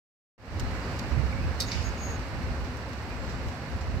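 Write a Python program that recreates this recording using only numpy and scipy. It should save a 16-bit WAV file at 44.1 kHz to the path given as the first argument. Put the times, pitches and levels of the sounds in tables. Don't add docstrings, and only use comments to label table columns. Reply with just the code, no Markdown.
import sys
import numpy as np
from scipy import signal
from scipy.fft import rfft, irfft
from scipy.io import wavfile

SR = 44100
rng = np.random.default_rng(int(sys.argv[2]) if len(sys.argv) > 2 else 0)


def wav_out(sig):
    wavfile.write(sys.argv[1], SR, np.round(np.clip(np.atleast_2d(sig).T, -1, 1) * 32767).astype(np.int16))


N = 176400
TIME_S = np.arange(N) / SR
FREQS_HZ = np.maximum(np.fft.rfftfreq(N, 1 / SR), 1)

# centre and length in seconds, left and right relative dB.
GUSTS = [(0.556, 0.098, -34, -26.5), (0.67, 0.11, -26, -26.5), (0.942, 0.24, -39, -36.5),
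         (1.181, 0.11, -38.5, -16), (1.33, 0.2, -34.5, -26), (1.496, 0.19, -28.5, -24),
         (1.655, 0.25, -36.5, -29.5), (1.775, 0.053, -47, -20.5), (1.874, 0.076, -44, -25.5),
         (2.069, 0.13, -33, -28.5), (2.192, 0.026, -31, -29), (2.383, 0.062, -42, -24),
         (2.444, 0.18, -28, -28), (2.613, 0.21, -36.5, -32.5), (3.21, 0.13, -28.5, -47),
         (3.35, 0.04, -27, -40), (3.465, 0.076, -32.5, -32), (3.772, 0.1, -30.5, -28.5),
         (3.96, 0.17, -28.5, -23)]
# frequency in Hz, relative density in dB.
RUMBLE_SPECTRUM = [(15, -30), (25, -16), (40, -5), (65, 5.5), (100, -3), (150, -11), (220, -17), (400, -25),
                   (1000, -57.5), (5000, -110)]
# time in seconds, level in dB.
WASH_LEVELS = [(.5, -35.5), (.8, -32.5), (1.4, -34), (2.1, -34), (2.9, -35.5), (3.4, -34.5), (4, -36)]
# frequency in Hz, left and right relative density in dB.
WASH_SPECTRUM = [(25, -18, -22), (48.5, 6, 8.5), (68.6, 13, 12.5), (119, 8, 8.5), (203, 2.5, 3.5),
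                 (332, -1.5, -0.5), (614, -3.5, -2), (990, -6, -3), (1700, -12, -2.5), (2920, -15, -10),
                 (3120, -17.5, -19.5), (3620, -19, -18), (4280, -20.5, -12), (5060, -20.5, -16),
                 (5980, -17, -27), (6290, -23, -30.5), (7800, -33, -22), (8630, -59, -30.5),
                 (10240, -38, -39.5), (11600, -35.5, -32.5), (13500, -42, -38), (16000, -38, -45)]
# frequency in Hz, left-right correlation.
WASH_CORRELATION = [(60, 0.52), (200, 1), (400, 0.93), (700, 0.87), (1290, 0.44), (2400, 0), (15000, 0.05)]
# centre and half-width in Hz, level in dB.
ENGINE_DRONES = [(72.9, 7.9, -42.5), (248.4, 14.3, -47.5), (533, 24, -53), (915, 130, -58)]
# frequency in Hz, relative density in dB.
RATTLE_SPECTRUM = [(1500, -15), (4000, 0), (8000, -6), (9500, -1), (12000, -1), (16000, -14)]
# start in seconds, level in dB, T60 in seconds, treble gain in dB.
LINKAGE_TICKS = [(0.457, -49, .02, 8), (.597, -33.5, 0.044, 4), (0.9904, -36.5, .012, 6),
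                 (.995, -26.5, 0.013, -11), (1.252, -55, .04, -5), (2.1924, -44.5, 0.078, -4),
                 (2.6463, -48, 0.21, -10), (2.77, -48, 0.057, 5), (2.9323, -46, .04, -3),
                 (3.295, -43, 0.19, -12), (3.485, -46, .08, 0), (3.81, -46.5, 0.11, -3)]
# frequency in Hz, relative density in dB.
TICK_SPECTRUM = [(1000, -28), (2500, 3.5), (5500, 8.5), (8000, 0.5), (9500, -24), (13000, -3), (16000, -31)]
# start and length in seconds, pitch, glide and RMS jitter in Hz, level in dB.
JOINT_CREAKS = [(0.547, 0.19, 4200, -84, 17, -55), (.65, .42, 7360, -450, 130, -64),
                (0.799, 0.26, 4820, -47, 150, -55), (1.169, 0.027, 2050, -21, 30, -44),
                (1.324, 0.012, 2270, 3, 130, -37.5), (1.364, 0.048, 2220, 60, 40, -44),
                (1.398, .06, 4950, 70, 43, -58), (1.407, 0.051, 2500, 98, 90, -47),
                (1.673, 0.09, 1950, 402, 110, -44), (1.726, 0.087, 2670, 354, 110, -48),
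                (1.74, .06, 3560, -57, 40, -53), (2.457, .05, 2130, -90, 40.6, -54),
                (3.1, 0.036, 2420, 0, 50, -48)]
# time in seconds, relative strength and treble gain in dB.
DROP_CONTACTS = [(1.5905, -22, 0), (1.6003, -9, -8), (1.6033, 1, 3), (1.6095, -5, -12), (1.6205, -6, -12),
                 (1.6845, -15, -28), (1.7135, -16, -14), (1.7178, -5, -26), (1.728, -14, -30)]
# frequency in Hz, relative level in dB, T60 in seconds.
STEEL_MODES = [(2404, -10, .13), (3692, -7, .24), (3773, -4, .24), (3853, -3, .22), (3936, -7, .2),
               (4190, -6, .14), (4468, 2, .15), (4830, -4, .08), (5027, -3, .1), (5196, -5, .1),
               (5848, -8, .14), (6093, -10, .12), (8576, -22, .12), (11800, -22, .08)]
# frequency in Hz, relative density in dB.
FRAME_SPECTRUM = [(1000, -36), (3300, -16), (3750, -2), (5000, 1), (6200, -7.5), (7200, -16), (8300, -11),
                  (9700, -26.5), (11900, -13), (13000, -28), (16000, -25)]
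# frequency in Hz, relative density in dB.
SCRAPE_SPECTRUM = [(1000, -23), (1900, -4), (2600, 4), (3200, -5.5), (4000, -3.5), (5000, 2.5),
                   (5800, -4.5), (7200, -6.5), (8800, -25), (12000, -24), (16000, -38)]
# start and length in seconds, pitch and glide in Hz, level in dB.
BEARING_SQUEAKS = [(1.659, .048, 6665, -30, -45.5), (1.838, .06, 6640, -25, -45),
                   (1.975, .197, 6618, 20, -44.5)]
# frequency in Hz, amplitude in dB.
SINGING_PARTIALS = [(2476, -64), (4953, -65), (7429, -59)]
# time in seconds, linear gain.
FADE_GAINS = [(.379, 0), (.381, 0.061), (.45, .3), (.52, 0.59), (.59, 0.83)]

TREBLE_HZ, BEARING_WOBBLE_HZ = 6900, 15


def from_db(db):
    return 10 ** (np.asarray(db) / 20)


def unit_rms(x):
    return x / np.sqrt(np.mean(x ** 2) + 1e-20)


def pan(left_minus_right_db):
    return unit_rms(from_db(np.array([[left_minus_right_db], [-left_minus_right_db]]) / 2))


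def over_time(rows):
    return np.interp(TIME_S, *np.transpose(rows))


def over_hz(rows, column=1):
    rows = np.array(rows)
    return np.interp(np.log(FREQS_HZ), np.log(rows[:, 0]), rows[:, column])


def drift(corner_hz):
    return unit_rms(irfft(rfft(rng.standard_normal(N)) / (1 + (FREQS_HZ / corner_hz) ** 2), N))


def noise(gain, correlation=0):
    mid, side = rfft(rng.standard_normal((2, N)))
    ears = np.sqrt(1 + correlation) * mid + np.sqrt(1 - correlation) * side * [[1], [-1]]
    return unit_rms(irfft(gain * ears, N))


def lowpass(x, hz):
    return irfft(rfft(x) / (1 + (FREQS_HZ / hz) ** 10), N)


def impulses(times_s, db):
    out = np.zeros(N)
    np.add.at(out, (np.asarray(times_s) * SR).astype(int), from_db(db))
    return out


def decay(hits, t60_s):
    energy_kept = from_db(-120 / (t60_s * SR))
    return np.sqrt(signal.lfilter([1], [1, -energy_kept], hits ** 2 + 1e-18))


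def ring(hits, hz, t60_s):
    radius, step_rad = from_db(-60 / (t60_s * SR)), 2 * np.pi * hz / SR
    feedback = [1, -2 * radius * np.cos(step_rad), radius ** 2]
    return signal.lfilter([0, np.sin(step_rad)], feedback, hits + 1e-18)


def arch(start_s, length_s):
    progress = np.clip((TIME_S - start_s) / length_s, 0, 1)
    return (4 * progress * (1 - progress)) ** 0.4


def swell(start_s, attack_s, t60_s):
    age_s = TIME_S - start_s
    return np.clip(age_s / attack_s, 0, 1) * from_db(-60 * np.maximum(age_s - attack_s, 0) / t60_s)


def glide_phase(start_s, length_s, hz, glide_hz, wobble_hz):
    progress = np.clip((TIME_S - start_s) / length_s, 0, 1)
    return 2 * np.pi * np.cumsum(hz + glide_hz * progress + wobble_hz) / SR


def wind():
    breeze_db, buffet_db, full_gust_db = -42, 2, -20.5
    power = from_db(breeze_db) ** 2
    for centre_s, length_s, left_db, right_db in GUSTS:
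        bell = np.exp(-(2 * (TIME_S - centre_s) / length_s) ** 2)
        power = power + from_db([[left_db], [right_db]]) ** 2 * bell
    force = np.sqrt(power) * from_db(buffet_db * drift(9.3))
    eddies = noise(from_db(over_hz(RUMBLE_SPECTRUM)), correlation=0.39)
    low = lowpass(eddies, hz=153)
    brightness = (force / from_db(full_gust_db)) ** 0.4
    return from_db(-1.6) * force * (low + brightness * (eddies - low))


def traffic():
    colour = from_db([over_hz(WASH_SPECTRUM, column=1), over_hz(WASH_SPECTRUM, column=2)])
    wash_db = over_time(WASH_LEVELS) + 0.34 * drift(18)
    wash = from_db(wash_db) * noise(colour, over_hz(WASH_CORRELATION))
    drones = 0
    for hz, half_width_hz, db in ENGINE_DRONES:
        band = 1 / (1 + ((FREQS_HZ - hz) / half_width_hz) ** 2)
        drones = drones + from_db(db) * noise(band, correlation=1)
    return wash + drones * pan(-0.068)


def ticks():
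    taps_per_s, tap_db, scatter_db = 30, -64, 3
    taps = (rng.random(N) < taps_per_s / SR) * from_db(tap_db + scatter_db * rng.standard_normal(N))
    out = decay(taps, t60_s=0.05) * noise(from_db(over_hz(RATTLE_SPECTRUM)))
    body = noise(from_db(over_hz(TICK_SPECTRUM)))
    low = lowpass(body, TREBLE_HZ)
    for start_s, db, t60_s, treble_db in LINKAGE_TICKS:
        envelope = decay(impulses([start_s], [db]), t60_s)
        out = out + envelope * (low + from_db(treble_db) * (body - low))
    return out * pan(-3)


def creaks():
    out = np.zeros((2, N))
    for ear, jitter in enumerate([drift(200), drift(193.4)]):
        for start_s, length_s, hz, glide_hz, jitter_hz, db in JOINT_CREAKS:
            phase = glide_phase(start_s, length_s, hz, glide_hz, jitter_hz * jitter)
            out[ear] += from_db(db) * arch(start_s, length_s) * np.sin(phase)
    return np.sqrt(2) * out * pan(-8.5)


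def clank():
    ring_db, crack_db, frame_db, scatter_db = -37, -22, -33.5, 1.5
    times_s, hit_db, treble_db = np.transpose(DROP_CONTACTS)
    out = 0
    for hz, mode_db, t60_s in STEEL_MODES:
        drive_db = ring_db + hit_db + mode_db + treble_db * (hz > TREBLE_HZ)
        ears_db = drive_db + scatter_db * rng.standard_normal((2, len(times_s)))
        out = out + np.array([ring(impulses(times_s, db), hz, t60_s) for db in ears_db])
    dense_modes = noise(from_db(over_hz(FRAME_SPECTRUM)), correlation=0.18)
    low = lowpass(dense_modes, TREBLE_HZ)
    for band, db in ((low, hit_db), (dense_modes - low, hit_db + treble_db)):
        hits = impulses(times_s, db)
        crack = from_db(crack_db) * decay(hits, t60_s=0.018)
        shake = from_db(frame_db) * decay(hits, t60_s=0.2)
        out = out + band * (crack + shake)
    return out * pan(-3.5)


def scrape():
    level_db = -38 + drift(90)
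    envelope = swell(start_s=1.653, attack_s=0.09, t60_s=1)
    return from_db(level_db) * envelope * noise(from_db(over_hz(SCRAPE_SPECTRUM)))


def squeaks():
    beat_hz, partner_db, octave_db, rough_db = 85, -23, -22, 2.3
    wobble_hz = BEARING_WOBBLE_HZ * drift(51)
    tremble = from_db(rough_db * drift(55))
    out = 0
    for start_s, length_s, hz, glide_hz, db in BEARING_SQUEAKS:
        phase = glide_phase(start_s, length_s, hz, glide_hz, wobble_hz)
        partner = from_db(partner_db) * np.sin(phase + 2 * np.pi * beat_hz * TIME_S)
        octave = from_db(octave_db) * np.sin(2 * phase)
        tone = (np.sin(phase) + partner) * pan(10) + octave * pan(-9)
        out = out + from_db(db) * arch(start_s, length_s) * tone
    return np.sqrt(2) * tremble * out


def singing():
    rough_db = 2
    wobble_hz = BEARING_WOBBLE_HZ * drift(69.3)
    tone = 0
    for hz, db in SINGING_PARTIALS:
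        phase = 2 * np.pi * np.cumsum(hz + wobble_hz) / SR
        tone = tone + from_db(db + rough_db * drift(25)) * np.sin(phase)
    return tone * swell(start_s=3.12, attack_s=0.1, t60_s=1.8) * pan(-14)


def scene():
    return wind() + traffic() + clank() + scrape() + ticks() + squeaks() + creaks() + singing()


def record(dry):
    cutoff_hz = 15800
    treble_cut = signal.ellip(12, 0.1, 80, cutoff_hz, fs=SR, output="sos")
    return signal.sosfilt(treble_cut, dry * over_time(FADE_GAINS))


dry = scene()
out = record(dry)
wav_out(out)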